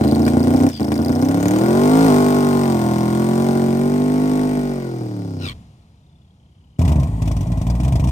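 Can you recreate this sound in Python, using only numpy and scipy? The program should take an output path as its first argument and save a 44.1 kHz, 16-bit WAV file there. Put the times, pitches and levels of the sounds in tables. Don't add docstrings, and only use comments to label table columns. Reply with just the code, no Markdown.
import sys
import numpy as np
from scipy import signal
from scipy.fft import rfft, irfft, next_fast_len
from scipy.io import wavfile
from scipy.ndimage import uniform_filter1d

SR = 44100
rng = np.random.default_rng(int(sys.argv[2]) if len(sys.argv) > 2 else 0)


def generate_wav(sig):
    pcm = np.round(np.clip(np.atleast_2d(sig).T, -1, 1) * 32767).astype(np.int16)
    wavfile.write(sys.argv[1], SR, pcm)


def boost_factor(decibels):
    exponent = np.asarray(decibels, float) / 20
    return 10 ** exponent


N = 357651
SIZE = next_fast_len(N + SR)
HZ = np.maximum(np.arange(SIZE // 2 + 1) * SR / SIZE, 1)
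TIME = np.arange(N) / SR


def rms_one(x):
    return x / np.sqrt(np.mean(x ** 2) + 1e-20)


def in_time(rows):
    s, *columns = np.transpose(rows)
    on = (TIME >= s[0]) & (TIME <= s[-1])
    return [np.interp(TIME, s, column) for column in columns] + [on]


def at_hz(points, hz=HZ):
    table_hz, value = np.array(points).T
    return np.interp(np.log(hz), np.log(table_hz), value)


def colour(x, points, size=8192):
    hz = np.maximum(np.arange(size // 2 + 1) * SR / size, 1)
    cepstrum = irfft(np.log(boost_factor(at_hz(points, hz))), size)
    cepstrum[1:size // 2] *= 2
    cepstrum[size // 2 + 1:] = 0
    taps = irfft(np.exp(rfft(cepstrum)), size)[:size // 2]
    taps = taps.reshape((1,) * (x.ndim - 1) + (-1,))
    return signal.oaconvolve(x, taps, axes=-1)[..., :N]


def butter(x, order, hz, kind):
    return signal.sosfilt(signal.butter(order, hz, kind, fs=SR, output="sos"), x)


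def even(x, span_s):
    return x / np.sqrt(uniform_filter1d(x ** 2, int(span_s * SR)) + 1e-9)


def clicks(times, sizes):
    out = np.zeros(N)
    at = np.clip((np.asarray(times) * SR).astype(int), 0, N - 1)
    np.add.at(out, at, sizes)
    return out


def fade(x, t60):
    return signal.lfilter([1], [1, -boost_factor(-60 / (t60 * SR))], x + 1e-18)


def noise_pair():
    return rng.standard_normal((2, N))


def wavering(hz, width_hz):
    slow = signal.lfilter(*signal.butter(1, width_hz / 2, fs=SR), noise_pair())
    carrier = np.exp(2j * np.pi * np.cumsum(hz) / SR)
    return rms_one(np.real((slow[0] + 1j * slow[1]) * carrier))


def mode_poles(hz, width_hz):
    r = np.exp(-np.pi * width_hz / SR)
    return r, [1, -2 * r * np.cos(2 * np.pi * hz / SR), r * r]


def resonance(x, hz, width_hz):
    r, poles = mode_poles(hz, width_hz)
    return signal.lfilter([(1 - r * r) / 2, 0, (r * r - 1) / 2], poles, x)


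def hold_back(x, hz, width_hz):
    _, poles = mode_poles(hz, width_hz)
    return signal.lfilter(poles[::-1], poles, x)


# (t/s, engine cycles per s)
SPEED = [(0.05, 26.5), (0.15, 27.9), (0.3, 28.5), (0.43, 29.3), (0.55, 31), (0.66, 31.5), (0.8, 26.3),
         (0.87, 26.4), (1.0, 28.5), (1.1, 29.9), (1.2, 31), (1.3, 34), (1.44, 36.2), (1.57, 39.3),
         (1.65, 42.1), (1.82, 48.5), (1.97, 53.8), (2.05, 55.1), (2.11, 49.2), (2.32, 49.5), (2.62, 47.4),
         (2.78, 42.3), (2.9, 41.6), (3.05, 41.7), (3.47, 46.1), (3.71, 45.5), (3.97, 49.5), (4.24, 51.3),
         (4.55, 50.3), (4.72, 47.8), (4.87, 43.7), (5.02, 40.3), (5.27, 34.4), (5.56, 27.6)]


def crank():
    cycle_hz = in_time(SPEED)[0]
    start_cycle = 0.99
    return cycle_hz, start_cycle + np.cumsum(cycle_hz) / SR


SHUT_S = 5.47


def throttle_db():
    lift_s, length_s, fall_s = 0.675, 0.123, 0.075
    lift = np.clip((TIME - lift_s) / fall_s, 0, 1) * (TIME < lift_s + length_s)
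    return -20 * lift - 290 * np.maximum(TIME - SHUT_S, 0)


# (delay/ms, gain)
ECHOES = [
    (1.9, 0.29),
    (5.3, -0.15),
    (9.1, -0.18),
    (14.7, -0.2),
    (23, 0.27),
]


def exhaust(push, pipe, split_hz, breath_db, clean_db, echo_db):
    breath = boost_factor(breath_db) * fade(np.abs(push), t60=0.062) * rng.standard_normal(N)
    burst = breath - (1 - boost_factor(clean_db)) * push
    gas = push + butter(burst, 2, split_hz, "high")
    delay_ms, gain = np.transpose(ECHOES)
    paths = clicks(np.append(0, delay_ms / 1000), np.append(1, gain * boost_factor(echo_db)))
    echoed = signal.oaconvolve(gas, paths[:2000])[:N]
    return even(colour(echoed, pipe), span_s=.13)


# (exhaust level/dB, pipe delay/ms, hiss level/dB, exhaust level from behind/dB)
CYLINDERS = [
    (-11, 1.37, -39, -32),
    (-12.5, 0.49, -9, -25),
    (1.26, 0.83, 6, 1.5),
    (-71, 0.9, -16, -43),
    (1, 0.47, -3.5, 0.5),
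    (-3.5, 0.37, -23, -2),
    (-35, 1.67, -18, -40),
    (-2.5, 0.87, -5, -3),
]
BEHIND_S, BEHIND_TAKES_S = 4.6, 0.35


def firings(cycle, far_bank, passed, rough_db):
    slot = np.floor(8 * cycle).astype(int)
    at = np.flatnonzero(np.diff(slot)) + 1
    push_db, delay_ms, spit_db, behind_db = np.array(CYLINDERS)[slot[at] % 8].T
    strength = (1 - passed[at]) * boost_factor(push_db) + passed[at] * boost_factor(behind_db) + far_bank[at]
    luck = rng.standard_normal((len(at), 3)) * rough_db[at, None]
    lope_db = 0.8 * rough_db[at] * rng.standard_normal(400)[slot[at] // 8]
    when = at / SR + (delay_ms + 0.043 * luck[:, 0]) / 1000
    push = clicks(when, strength * boost_factor(luck[:, 1] + lope_db))
    spit = clicks(when, boost_factor(spit_db + 1.2 * luck[:, 2]))
    return push, spit


# (t/s, exhaust level/dB, pipe facing us/dB, share of the far bank)
LOAD = [(0.3, -16, -3.5, -0.063), (0.66, -15, -1, -0.041), (0.87, -21, -1, 0), (1.47, -15.5, 1, -0.14),
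        (1.75, -13.5, 1.5, 0.51), (1.99, -10.5, 3, 0.073), (2.11, -10.5, 4, 0.19), (2.3, -14, 4, 0.46),
        (2.6, -15, 2, 0.22), (2.8, -16, 2.5, 0.1), (3.05, -17, 2, -0.055), (3.47, -15.5, -0.5, 0.097),
        (3.8, -16.5, -4.5, -0.078), (4.1, -16.5, -5.5, 0.089), (4.4, -17, -2.5, 0.23),
        (4.65, -19.5, -5, -0.1), (4.91, -24, -5, -0.088), (5.56, -31, -8, -0.29)]
# (engine cycles per s, spread/dB)
ROUGH = [(33, 2.3), (41, 1.7), (42.5, .8), (50, .6)]
# (f/Hz, level/dB per Hz)
PIPE = [(20, -85), (40, -19.5), (70, -2.5), (110, -1), (160, 0), (220, 5), (280, 5.5), (350, 0),
        (450, -9.5), (600, -14.5), (800, -17), (1000, -25), (1200, -28.5), (1420, -22.5), (1650, -41),
        (3000, -59.5)]
# (f/Hz, level/dB per Hz)
RUMBLE = [(18, -53), (30, -36), (80, -10), (194, -26), (276, -6), (462, -18.5), (748, -9.5), (878, -21),
          (1400, -43), (1820, -69), (3080, -120)]
# (f/Hz, level/dB per Hz)
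GAS = [(900, -25), (1300, -2), (1700, 3), (2100, 3), (2650, -4.5), (5180, -3), (7350, -8), (8360, -0.5),
       (9490, -4.5), (11300, -35), (12400, -13), (15000, -7.5), (16000, -19), (16500, -77)]
# (t/s, extra path/ms, gain)
BOUNCE = [
    (1.5, 1.1, .05),
    (2.45, 0.87, 0.33),
    (2.85, 1.11, 0.42),
    (3.2, 0.92, 0.37),
    (3.6, 1.2, 0.098),
    (4.3, 0.93, 0.21),
    (4.72, 1.44, 0.17),
    (4.95, 2.46, 0.63),
    (5.2, 2.4, 0.18),
    (5.5, 2.17, 0.26),
]


def loaded_engine():
    cycle_hz, cycle = crank()
    exhaust_db, facing_db, far_bank, _ = in_time(LOAD)
    on = TIME < LOAD[-1][0]
    passed = np.clip((TIME - BEHIND_S) / BEHIND_TAKES_S, 0, 1)
    shut_db = throttle_db()
    exhaust_db = exhaust_db + shut_db
    hiss_db = exhaust_db - 25.5 + 0.53 * facing_db - 0.67 * shut_db * (TIME < SHUT_S) - 2.5 * passed
    boom_db = -0.18 * (cycle_hz - 40) - 0.022 * facing_db + 7 * passed
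    boom_db = boom_db - 0.43 * shut_db * (TIME < BEHIND_S)
    bark_db = 4.5 + 0.67 * facing_db
    drone_db = np.interp(TIME, [1.27, 1.27 + 0.19], [4.5, -40])
    rough_db = np.interp(cycle_hz, *np.transpose(ROUGH))
    rough_db = np.where(TIME < 2, rough_db, np.minimum(rough_db, 1.0))

    push, spit = firings(cycle, far_bank, passed, rough_db)
    tone = exhaust(push, PIPE, split_hz=500, breath_db=-43, clean_db=0, echo_db=-10)
    tone = hold_back(tone, hz=250, width_hz=160)
    boom = butter(tone, 2, 185, "low")
    bark = butter(tone, 2, 480, "high")
    tone = tone + (boost_factor(boom_db) - 1) * boom + (boost_factor(bark_db) - 1) * bark
    tone = tone + boost_factor(drone_db) * resonance(tone, hz=286.6, width_hz=29)
    path_ms, bounce, _ = in_time(BOUNCE)
    off_track = np.interp(TIME - path_ms / 1000, TIME, tone)
    tone = (tone + bounce * off_track) / np.sqrt(1 + bounce ** 2)

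    rumble = boost_factor(-28 + 7 * rough_db) * rms_one(colour(rng.standard_normal(N), RUMBLE))
    roar = tone + rumble
    roar = roar + passed * (butter(roar, 4, 72, "high") - roar)

    puff = .6 * fade(spit, t60=0.046)
    snap = 1.6 * fade(spit, t60=.006)
    gate = 0.48 + puff + snap
    hiss = rms_one(colour(noise_pair() * even(gate, span_s=.15), GAS))
    return on * boost_factor(exhaust_db + 2.06) * roar, on * boost_factor(hiss_db + 5.0) * hiss


# (t/s, level/dB, f/Hz)
SPOOL = [
    [(0.0, -50, 4050), (0.1, -45, 4150), (0.17, -48, 4200), (0.22, -60, 4250)],
    [(1.33, -60, 6080), (1.37, -50, 6200), (1.44, -51, 6450), (1.54, -60, 6800)],
]


def spool():
    return sum(on * boost_factor(level_db) * wavering(hz, width_hz=86) for level_db, hz, on in map(in_time, SPOOL))


# (t/s, peak level/dB)
POPS = [(0.038, -11), (0.194, -34), (0.265, -12), (0.279, -4), (0.335, -25), (0.506, -29), (0.539, -16),
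        (0.571, -26), (0.635, -25), (0.666, -21), (0.689, -20), (0.797, -32), (0.834, -36), (0.919, -6),
        (0.991, -20), (1.026, -22), (1.16, -20.5), (1.193, -36), (1.229, -25), (1.25, -20), (1.287, -35),
        (1.311, -13), (1.378, -32), (1.408, -23), (1.428, -12), (1.456, -10), (1.509, -9), (1.535, -13),
        (1.561, -10), (1.586, -15)]


def pops():
    s, db = np.transpose(POPS)
    push = clicks(s, boost_factor(db - 2))
    spray = fade(push, t60=0.035) * rng.standard_normal(N)
    crack = butter(boost_factor(15) * push + boost_factor(-4) * spray, 2, [400, 1700], "band")
    spit = boost_factor(-21) * fade(push, t60=0.073) * rms_one(colour(rng.standard_normal(N), GAS))
    thud = boost_factor(17.5) * resonance(push, hz=563, width_hz=350)
    return crack + spit + thud


# (t/s, peak level/dB, ring f/Hz)
TICKS = [(0.0397, -22, 4200), (0.079, -23, 4600), (0.1136, -20, 4450), (0.1505, -21, 4300),
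         (0.194, -38, 4450), (0.221, -25, 5000), (0.2528, -21, 4500), (0.2654, -23, 4900),
         (0.3137, -33, 4270), (0.397, -26, 4730), (0.431, -23, 4900), (0.4643, -40, 4880),
         (0.4818, -29, 4860), (0.5307, -33, 5310), (0.5637, -25, 5100), (0.5955, -29, 5350),
         (0.627, -25, 5940), (0.6664, -30, 5950), (0.691, -21.5, 5660), (0.7327, -34, 5000),
         (0.769, -33, 4670), (0.8061, -27, 5290), (0.831, -26, 4770), (0.849, -25, 5200),
         (0.8729, -32, 5260), (0.8864, -28, 5070), (0.9098, -36, 5330), (0.918, -41, 4730),
         (0.9423, -23, 4800), (0.96, -28, 5200), (0.9794, -24, 4780), (1.019, -27, 5370),
         (1.049, -21, 4720), (1.084, -23, 4870), (1.1213, -24.5, 5230), (1.154, -23, 5150),
         (1.1857, -36, 5300), (1.218, -24, 5360), (1.2506, -25, 5930), (1.2885, -24, 5300),
         (1.3119, -31, 6860), (1.3688, -38, 5460), (1.408, -28, 6680), (1.4287, -25, 6850),
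         (1.457, -28.5, 6770), (1.483, -19, 6480), (1.51, -23, 6590), (1.5359, -39, 6610),
         (1.5614, -29, 5210), (1.5868, -22, 6750)]


def ticks():
    out, age = np.zeros(N + 600), np.arange(600) / SR
    shape = (1 - np.exp(-age / .0003)) * boost_factor(-60 * age / .0075)
    snap = boost_factor(-8) * np.diff(rng.standard_normal((len(TICKS), 601)))
    slide = .93 + 45 * age
    for (s, db, hz), spray in zip(TICKS, snap):
        at = int((s - .001) * SR)
        ring = np.sin(2 * np.pi * hz * slide * age)
        out[at:at + 600] += boost_factor(db + 5.5) * shape * (ring + spray)
    return out[:N]


# (t/s, level/dB, f/Hz)
SURGE = [
    (0.715, -37, 5220),
    (0.735, -33, 5030),
    (0.775, -32, 4700),
    (0.8, -42, 4700),
    (0.815, -55, 4600),
]


def surge():
    level_db, hz, on = in_time(SURGE)
    chop = .3 + .7 * np.maximum(np.sin(2 * np.pi * 88 * TIME), 0) ** 2
    chirp = wavering(hz, width_hz=120)
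    partner = 0.5 * wavering(.69 * hz, width_hz=300)
    return on * boost_factor(level_db) * chop * (chirp + partner)


# (t/s, nearness level/dB)
SPIN = [
    (1.4, -24),
    (2.1, -13),
    (3.4, -7),
    (3.9, -1),
    (4.3, -0.5),
    (4.7, -0.5),
    (5.1, -6.5),
    (5.4, -11),
]


def spinning():
    near_db, on = in_time(SPIN)
    hum = boost_factor(-30.5 + 3.4 * near_db) * np.sin(2 * np.pi * crank()[1])
    howl = boost_factor(-44.5 + 2.4 * near_db) * wavering(np.full(N, 2100), width_hz=280)
    rush = boost_factor(-51.5 + 0.2 * near_db) * wavering(np.full(N, 4900), width_hz=1350)
    return on * (hum + howl + rush)


# (t/s, level/dB, throat f/Hz)
BLOW = [
    (5.39, -53.5, 2896),
    (5.42, -38, 2765),
    (5.46, -32.5, 2570),
    (5.49, -31.5, 2236),
    (5.525, -41, 2140),
    (5.535, -53, 2274),
]


def blow_off():
    level_db, throat_hz, on = in_time(BLOW)
    modes = [(.51, -7, 70), (1, -4, 170), (1.47, -3, 190), (1.9, -7, 260)]   # (multiple, level/dB, width/Hz)
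    song = sum(boost_factor(db) * wavering(k * throat_hz, width_hz) for k, db, width_hz in modes)
    rush = boost_factor(-13) * rms_one(colour(rng.standard_normal(N), GAS))
    flutter = 1 + 0.47 * np.sin(2 * np.pi * 95 * TIME)
    return on * boost_factor(level_db) * flutter * (song + rush)


GONE_S, SCENE_CHANGE_S = 5.5, 6.788


def settle(first, last, within_s):
    return last + (first - last) * np.exp(-np.maximum(TIME - GONE_S, 0) / within_s)


# (f/Hz, level/dB per Hz)
FAR_TONE = [(18, -46), (30, -17), (49, -16.5), (70, -6.5), (147, -8), (195, -12.5), (500, -35), (650, -57),
            (1100, -120)]
# (f/Hz, level/dB per Hz)
FAR_AIR = [(240, -55), (400, -9.5), (697, -3), (1630, -16.5), (3120, -14.5), (8900, -25), (10200, -25),
           (11300, -50), (12500, -30), (16000, -41)]


def far_car():
    rumble = boost_factor(settle(-32.5, -50, 0.18)) * rms_one(colour(rng.standard_normal(N), FAR_TONE))
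    depth = 2 * np.clip((TIME - 5.5) / .6, .25, 1)
    chop = np.maximum(np.sin(2 * np.pi * 33 * TIME), 0) * depth
    turbine = wavering(settle(6200, 2850, 0.4), width_hz=110)
    whistle = boost_factor(settle(-80, -71, 0.3)) * chop * turbine
    air = boost_factor(settle(-57, -71.5, 0.25) + 6.0) * rms_one(colour(noise_pair(), FAR_AIR))
    on = np.clip((TIME - GONE_S) / .03 + 1, 0, 1) * (TIME < SCENE_CHANGE_S)
    return on * (rumble + whistle), on * air


# (t/s, firings per s, exhaust level/dB)
IDLE = [
    (6.787, 79.8, -15),
    (6.971, 74.0, -13.5),
    (7.095, 69.5, -21.5),
    (7.209, 56.9, -19),
    (7.265, 54.5, -18),
    (7.405, 53.2, -20),
    (7.65, 57.5, -19),
    (7.957, 68.9, -15.5),
    (8.11, 72.5, -16),
]
# (t/s, hiss level/dB, ring f/Hz)
PUFFS = [(6.7905, -30, 2366), (6.8147, -29, 2450), (6.8492, -28.5, 2430), (6.877, -26.5, 2920),
         (6.8919, -33, 2540), (6.918, -27.5, 2420), (6.9569, -34.5, 2417), (6.9979, -33.5, 2410),
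         (7.0299, -32.5, 2400), (7.07, -44, 2450), (7.2189, -30, 2607), (7.255, -37.5, 2250),
         (7.2746, -30, 2490), (7.313, -30.5, 5820), (7.365, -33, 6000), (7.4074, -33, 5935),
         (7.428, -43, 3400), (7.468, -42.5, 5900), (7.5177, -35, 2460), (7.573, -38, 6030),
         (7.614, -33, 5920), (7.6668, -32, 2310), (7.6988, -29, 4900), (7.7505, -37, 2400),
         (7.8, -31.5, 2427), (7.832, -32, 2454), (7.847, -31.5, 2370), (7.8791, -30.5, 2490),
         (7.9214, -30, 2420), (7.955, -28.5, 4970), (7.996, -30.5, 2420), (8.039, -29.5, 2860),
         (8.0715, -31, 5630), (8.086, -34.5, 2440)]
# (f/Hz, level/dB per Hz)
IDLE_PIPE = [(15, -79), (25, -82), (56, -3), (82, -5.5), (145, -1), (195, -8), (243, -5.5), (413, -22.5),
             (525, -27.5), (642, -18), (943, -21), (1580, -45.5), (2000, -33.5), (2600, -89), (4400, -120)]
# (f/Hz, level/dB per Hz)
IDLE_GAS = [(710, -23), (1200, -2.5), (1650, -9.5), (2450, -3.5), (2670, -8), (3360, -8.5), (4250, -10.5),
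            (5820, -13.5), (8830, -8), (11200, -25), (15100, -14.5), (16000, -45), (16500, -44)]


def idling_engine():
    per_s, exhaust_db, on = in_time(IDLE)
    s, puff_db, ring_hz = np.transpose(PUFFS)
    steps = np.maximum(np.round(np.diff(s) * per_s[(s[1:] * SR).astype(int)]), 1)
    slot = np.append(0, np.cumsum(steps))
    push_db = -1.5 + 4.5 * rng.standard_normal(int(slot[-1]) + 1)
    push_db[slot.astype(int)] = 3 + 0.38 * (puff_db + 39.5)
    when = np.interp(np.arange(len(push_db)), slot, s)
    push = clicks(when, boost_factor(push_db))
    tone = exhaust(push, IDLE_PIPE, split_hz=80, breath_db=-35.0, clean_db=-40.0, echo_db=1.0)
    rumble = boost_factor(-13) * rms_one(colour(rng.standard_normal(N), IDLE_PIPE))

    puffs = fade(fade(clicks(s, boost_factor(puff_db - 43.5)), t60=0.016), t60=0.047)
    steady_jet = boost_factor(-51.5)
    hiss = rms_one(colour(noise_pair(), IDLE_GAS)) * (steady_jet + puffs)
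    last = np.maximum(np.searchsorted(s, TIME) - 1, 0)
    note = wavering(ring_hz[last], width_hz=250)
    flange = .9 * wavering(np.full(N, 5700), width_hz=700)
    bark = boost_factor(3.0) * wavering(np.full(N, 720), width_hz=53)
    middle = .5 * wavering(np.full(N, 3400), width_hz=300)
    ring = .6 * puffs * (note + flange + bark + middle)
    return on * (boost_factor(exhaust_db + 2.0) * (tone + rumble) + ring), on * hiss


# (t/s, peak level/dB)
KNOCKS = [
    (6.81, -22),
    (6.916, -28),
    (7.027, -28),
    (7.158, -42),
    (7.31, -27),
    (7.46, -30),
    (7.612, -31),
    (7.746, -28),
    (7.876, -24),
    (7.995, -29),
]


def knocks():
    s, db = np.transpose(KNOCKS)
    blow = signal.lfilter([1], [1, -0.9], clicks(s, boost_factor(db + 29)))
    return resonance(blow, hz=648, width_hz=58) + 0.1 * resonance(blow, hz=945, width_hz=32)


# (f/Hz, left leads/radians)
LEAD = [(0, 0), (80, .13), (200, .28), (330, .72), (700, .85), (1720, 3.4), (5860, 13), (8000, 14.2),
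        (10300, 14.0), (12500, 7.6), (16500, 6.3)]
# (f/Hz, left minus right level/dB)
LEAN = [(60, .3), (250, -.3), (600, 2.5), (1300, 5), (2600, 3), (5000, 4.5), (9000, .6), (14000, 0)]
# (f/Hz, share common to both)
LIKENESS = [(60, .9995), (300, .998), (700, .97), (1400, .9), (2800, .72), (5500, .74), (10000, .92),
            (15000, .92)]


def ports(common, apart):
    alike = np.clip(at_hz(LIKENESS), 0, 1)
    lead = np.interp(HZ, *np.transpose(LEAD))
    turn = boost_factor(at_hz(LEAN) / 2) * np.exp(.5j * lead)
    same = np.sqrt(alike) * rfft(common, SIZE)
    other = np.sqrt(1 - alike) * rfft(apart, SIZE)
    return irfft([(same + other) * turn, (same - other) / turn], SIZE)[:, :N]


def scene():
    roar, hiss = loaded_engine()
    far, air = far_car()
    idle, puffs = idling_engine()
    tones = roar + spool() + pops() + ticks() + surge() + spinning() + blow_off() + far + idle + knocks()
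    noise = hiss + air + puffs
    echo = np.append(np.zeros(90), tones[:-90])
    return ports(tones + noise[0], echo + noise[1])


def band_limit(x):
    return signal.sosfilt(signal.butter(12, 16850, fs=SR, output="sos"), x)


def record(dry):
    rounded = 0.96 * np.tanh(dry / 1.064)
    cut = signal.cheby2(10, 50, 16500, fs=SR, output="sos")
    return band_limit(signal.sosfilt(cut, rounded))


dry = scene()
out = record(dry)
generate_wav(out)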